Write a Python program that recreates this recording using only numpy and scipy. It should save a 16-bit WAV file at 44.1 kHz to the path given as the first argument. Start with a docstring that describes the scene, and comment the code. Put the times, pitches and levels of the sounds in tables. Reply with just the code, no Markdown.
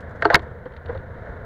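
"""A leafy branch knocks four times on the plastic shell of an off-road vehicle, close to the microphone.
Each blow rings the shell's modes under contact noise and cracks; the last slap shoves the mount and clips.
Later, twigs tick against the body and a panel thuds softly over bumps. Underneath, the vehicle crawls
along a grassy trail, its uneven firings rumbling through the exhaust under a dull running noise."""
import sys
import numpy as np
from scipy.fft import rfft, irfft, next_fast_len
from scipy.io import wavfile

SR = 44100
rng = np.random.default_rng(int(sys.argv[2]) if len(sys.argv) > 2 else 0)


def pcm_store(signal):
    """Save signal as 16-bit PCM."""
    levels = np.round(np.clip(np.atleast_2d(signal), -1, 1) * 32767)
    wavfile.write(sys.argv[1], SR, levels.astype(np.int16).T)


N = 63945
CONTACT_RISE_S = 0.00051


def amp(db):
    """dB to gain."""
    return 10 ** (np.asarray(db) / 20)


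def unit(x):
    """Scale to rms 1."""
    return x / np.sqrt(np.mean(x ** 2) + 1e-20)


def curves(rows):
    """Per-sample curve for each column after t/s."""
    times_s, *cols = np.transpose(rows)
    return [np.interp(np.arange(N) / SR, times_s, col) for col in cols]


def since(start_s):
    """Seconds since start_s, zero before."""
    return np.maximum(np.arange(N) / SR - start_s, 0)


def colour(points):
    """Gain against frequency from rows of f/Hz, level/dB."""
    f_hz, db = np.transpose(points)
    return lambda hz: amp(np.interp(np.log(hz + 1), np.log(f_hz + 1), db))


def filtered(x, gain):
    """Minimum-phase filter with magnitude gain(hz)."""
    m = 2 * next_fast_len(N)
    cepstrum = irfft(np.log(np.maximum(gain(np.fft.rfftfreq(m, 1 / SR)), 1e-6)))
    cepstrum[1:m // 2] *= 2
    cepstrum[m // 2 + 1:] = 0
    return irfft(rfft(x, m) * np.exp(rfft(cepstrum)))[:N]


def noise(gain):
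    """Coloured noise, rms 1."""
    return unit(filtered(rng.standard_normal(N), gain))


def burst(start_s, decay_s, gain, rise_s=CONTACT_RISE_S):
    """Rough contact: noise with quick rise, exponential fall."""
    t = since(start_s)
    return noise(gain) * (1 - np.exp(-(t / rise_s) ** 2)) * np.exp(-t / decay_s)


def swell(t, rise_s, t60_s):
    """Soft attack and decay, peak 1."""
    shape = (1 - np.exp(-(t / rise_s) ** 2)) * amp(-60 * t / t60_s)
    return shape / shape.max()


def mode(t, hz, db, t60_s):
    """Damped sine of one struck mode."""
    return amp(db - 60 * t / t60_s) * np.sin(2 * np.pi * hz * t)


def vehicle():
    """Uneven firings through the exhaust, rumble, boom, and running noise throbbing at the firing rate."""
    engine = [(0, 24.8, -42), (.25, 25.3, -38), (.48, 26, -39), (.62, 25, -40.5), (.83, 27.5, -46),
              (.9, 28.4, -38), (.98, 27.5, -33), (1.05, 27, -40), (1.2, 26.5, -39), (1.3, 29, -40),
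              (1.45, 22, -37.5)]  # t/s, firing rate/Hz, level/dB
    exhaust_spectrum = [(10, -11), (28, -10), (55, -4.5), (82, 1.5), (105, -1.5), (135, -3), (170, -11.5),
                        (260, -17.5), (500, -50), (2000, -73)]  # f/Hz, level/dB
    running_spectrum = [(100, -4.5), (230, -5.5), (320, -11.5), (410, -3.5), (500, 2.5), (570, -5),
                        (690, -3.5), (790, -14.5), (900, -8.5), (1200, -14.5), (1500, -7.5), (1800, -11),
                        (2150, -21), (2550, -37), (3800, -35), (5000, -50), (7000, -53), (9000, -74.5)]  # f/Hz, level/dB
    running_levels = [(0, -39.5), (.2, -39.5), (.43, -38.5), (.56, -43), (.82, -43), (.92, -36.5),
                      (1.06, -42), (1.27, -38), (1.45, -40.5)]  # t/s, level/dB
    boom_levels = [(0, -53), (.06, -40), (.14, -48), (.25, -42), (.33, -49), (.46, -44), (.58, -61.5),
                   (.78, -47.5), (.84, -52), (.885, -34), (.94, -50), (1.05, -53.5), (1.45, -58)]  # exhaust boom: t/s, level/dB
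    jitter_s, scatter_db, rumble_db = 0.00088, 4, 6.5
    throb_depth, boom_order = 0.16, 3
    rate_hz, level_db = curves(engine)
    cycles = np.cumsum(rate_hz) / SR
    firings = np.flatnonzero(np.diff(np.floor(cycles)))
    rumble = noise(colour(exhaust_spectrum))
    running = noise(colour(running_spectrum))
    lag, strength = rng.standard_normal((len(firings), 2)).T
    firings = np.clip(firings + lag * jitter_s * SR, 0, N - 1).astype(int)
    pulses = np.bincount(firings, amp(scatter_db * strength), N)
    exhaust = unit(filtered(pulses, colour(exhaust_spectrum)))
    running *= amp(curves(running_levels)[0]) * (1 + throb_depth * np.cos(2 * np.pi * cycles))
    boom = amp(curves(boom_levels)[0]) * unit(np.sin(2 * np.pi * boom_order * cycles))
    return amp(level_db) * unit(exhaust + amp(rumble_db) * rumble) + boom + running


def bumps():
    """Trail bumps: hollow panel thuds with slight rattle, low wheel jolts."""
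    thuds = [(.655, -27, 497), (.891, -19, 477), (.947, -27, 530.4), (1.268, -31.5, 568)]  # t/s, level/dB, f/Hz
    jolts = [(.955, -32.5, 79), (1.283, -31, 50)]  # t/s, level/dB, f/Hz
    rattle_spectrum = [(100, -9.5), (230, 3.5), (450, -2.5), (800, 0.5), (1100, -5.5), (1300, -7),
                       (1900, -5), (2500, -29.5), (5000, -48), (16000, -86.5)]  # f/Hz, level/dB
    rattle_db = -10.5
    out = np.zeros(N)
    for start_s, db, hz in thuds:
        t = since(start_s)
        panel = np.sin(2 * np.pi * hz * t) + amp(rattle_db) * noise(colour(rattle_spectrum))
        out += amp(db) * swell(t, rise_s=0.0055, t60_s=0.068) * panel
    for start_s, db, hz in jolts:
        t = since(start_s)
        out += amp(db) * swell(t, rise_s=0.012, t60_s=0.16) * np.sin(2 * np.pi * hz * t)
    return out


def twigs_and_leaves():
    """Dry twig ticks and thin leaf flicks against the body."""
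    ticks = [(.393, -29.5, 0.0028), (0.655, -49.5, .012), (.72, -50.5, 0.006), (0.737, -48.5, .003),
             (.765, -38.5, 0.0047), (0.775, -54, .004), (0.859, -39.5, .005), (0.885, -50, 0.013),
             (0.948, -48, 0.0072), (0.975, -42, 0.0045)]  # t/s, level/dB, decay/s
    flicks = [(.005, -55.5, 0.0091), (0.094, -59, 0.0045), (0.109, -59.5, .005), (0.156, -62.5, 0.012),
              (0.21, -62, .008), (.42, -61.5, 0.011)]  # t/s, level/dB, decay/s
    twig_spectrum = [(200, -16.5), (1200, -4.5), (1850, 6), (2400, -13.5), (3100, -4.5), (4500, -12),
                     (5000, -29), (7200, -34), (7900, -46), (16000, -57)]  # f/Hz, level/dB
    leaf_spectrum = [(500, -27), (3000, 0.5), (5800, -9), (7200, -8.5), (8000, -15), (16000, -30)]  # f/Hz, level/dB
    out = np.zeros(N)
    for contacts, spectrum in (ticks, twig_spectrum), (flicks, leaf_spectrum):
        for start_s, db, decay_s in contacts:
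            out += amp(db) * burst(start_s, decay_s, colour(spectrum))
    return out


def mount_shove():
    """The hardest slap shoves the microphone mount: one low pulse, short sway."""
    mount_modes = [(55.3, -14, 0.13), (138, -11, .12), (209, -19.5, 0.17)]  # f/Hz, level/dB, t60/s
    slap_s, width_s, level_db = 0.3462, 0.0014, -11
    shove = np.exp(-((np.arange(N) / SR - slap_s) / width_s) ** 2)
    sway = sum(mode(since(slap_s), *row) for row in mount_modes)
    return amp(level_db) * (shove - sway)


def wood_snaps():
    """Short bright cracks within the blows set the branch's wood ringing."""
    snaps = [(0.221, -43, 0.0012, -43), (0.2537, -27.5, 0.00058, -21), (0.344, -7.5, 0.0017, -20.5),
             (0.356, -7, .0005, -28.5)]  # t/s, level/dB, decay/s, ring level/dB
    snap_spectrum = [(500, -26.5), (2000, -6.5), (4400, 6.5), (6000, -7), (7200, -7), (8000, -26),
                     (10500, -16.5), (11700, -12.5), (12900, -31), (15200, -35), (16400, -62.5)]  # f/Hz, level/dB
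    wood_modes = [(2907, -5, .02), (4420, 0, 0.02), (5750, -20.5, 0.021)]  # f/Hz, level/dB, t60/s
    out = np.zeros(N)
    for start_s, db, decay_s, ring_db in snaps:
        t = since(start_s)
        ring = sum(mode(t, *row) for row in wood_modes)
        ring *= 1 - np.exp(-t / CONTACT_RISE_S)
        snap = burst(start_s, decay_s, colour(snap_spectrum), rise_s=0.000098)
        out += amp(db) * snap + amp(ring_db) * ring
    return out


def branch():
    """Each blow rings a band of shell modes, with contact noise and a crack; leaves drag in between."""
    # 2-3 blows per knock: t/s, level/dB, band centre/Hz, half-width/oct, decay/s, relative crack/dB
    blows = [(0.2227, -7, 1640, 0.33, 0.0035, -15), (.2245, -12, 606, 0.47, 0.0022, -21.5),
             (0.2468, -11, 1340, 0.17, 0.0075, -20), (.2522, 0, 1047, .7, 0.0023, -21),
             (.2530, -3, 415.4, 0.38, 0.0046, -32), (0.3011, -7.5, 1720, 0.26, .007, -20),
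             (.3025, -3.5, 636, .4, 0.0065, -35), (0.3451, 2.5, 1657, 0.79, .003, -6),
             (0.3524, -2, 1850, .5, .0038, -5.5), (.360, -11.5, 703, 1.0, 0.0026, -24)]
    shell_modes = [(326.2, -4.5, 0.17), (413.2, 0.5, .085), (495, -6.5, 0.053), (569, -7, 0.067),
                   (652.4, -6, .075), (698.5, -4, 0.1), (881.6, -2.5, 0.043), (940, -6, 0.036),
                   (1098, -5.5, 0.029), (1320, -4.5, 0.036), (1444, -2.5, 0.017), (1585, -3, 0.049),
                   (1824, -8.5, 0.048), (2176, -6, .035), (4400, -25, 0.02)]  # f/Hz, level/dB, t60/s
    contact_spectrum = [(100, -30), (250, -26.5), (330, 0.5), (1000, 7.5), (1900, -1), (2500, -20),
                        (4400, -19), (5200, -35), (7200, -42), (8000, -57), (16000, -65)]  # f/Hz, level/dB
    crack_spectrum = [(200, -21), (900, -4), (1900, 0), (2500, -6), (4400, -9.5), (5200, -20.5),
                      (7200, -35), (7900, -48), (16000, -64)]  # f/Hz, level/dB
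    leaf_drag = [(.2, -60), (.225, -39.5), (.27, -32), (.295, -38.5), (.32, -27), (.342, -16.5),
                 (.362, -27.5), (.382, -40), (.43, -56), (.5, -66)]  # t/s, level/dB
    ring_db, contact_db, scatter_db = -5, -7, 1
    contact_gain = colour(contact_spectrum)
    out = amp(curves(leaf_drag)[0]) * noise(contact_gain)
    for start_s, db, centre_hz, width_oct, decay_s, crack_db in blows:
        t = since(start_s)
        band = lambda hz: 1 / (1 + (np.log2((hz + 1) / centre_hz) / width_oct) ** 4)
        ring = sum((-1) ** k * band(hz) * mode(t, hz, mode_db + rng.normal(0, scatter_db), t60_s)
                   for k, (hz, mode_db, t60_s) in enumerate(shell_modes))
        ring *= 1 - np.exp(-t / CONTACT_RISE_S)
        contact = burst(start_s, decay_s, lambda hz: band(hz) * contact_gain(hz))
        crack = burst(start_s, decay_s, colour(crack_spectrum))
        out += amp(db) * (amp(ring_db) * ring + amp(contact_db) * contact + amp(crack_db) * crack)
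    return out


def scene():
    """All sources at one microphone, over its faint hiss."""
    hiss = amp(-79.5) * rng.standard_normal(N)
    knocks = branch() + wood_snaps() + mount_shove()
    return (hiss + knocks + twigs_and_leaves() + bumps() + vehicle())[None]


def record(dry):
    """Recorder: clips the loudest blows, then band-limits."""
    ceiling, hardness, cutoff_hz = 0.95, 8, 16400
    clipped = dry / (1 + np.abs(dry / ceiling) ** hardness) ** (1 / hardness)
    m = 2 * next_fast_len(N)
    passband = np.fft.rfftfreq(m, 1 / SR) < cutoff_hz
    return irfft(rfft(clipped, m) * passband, m)[:, :N]


dry = scene()
out = record(dry)
pcm_store(out)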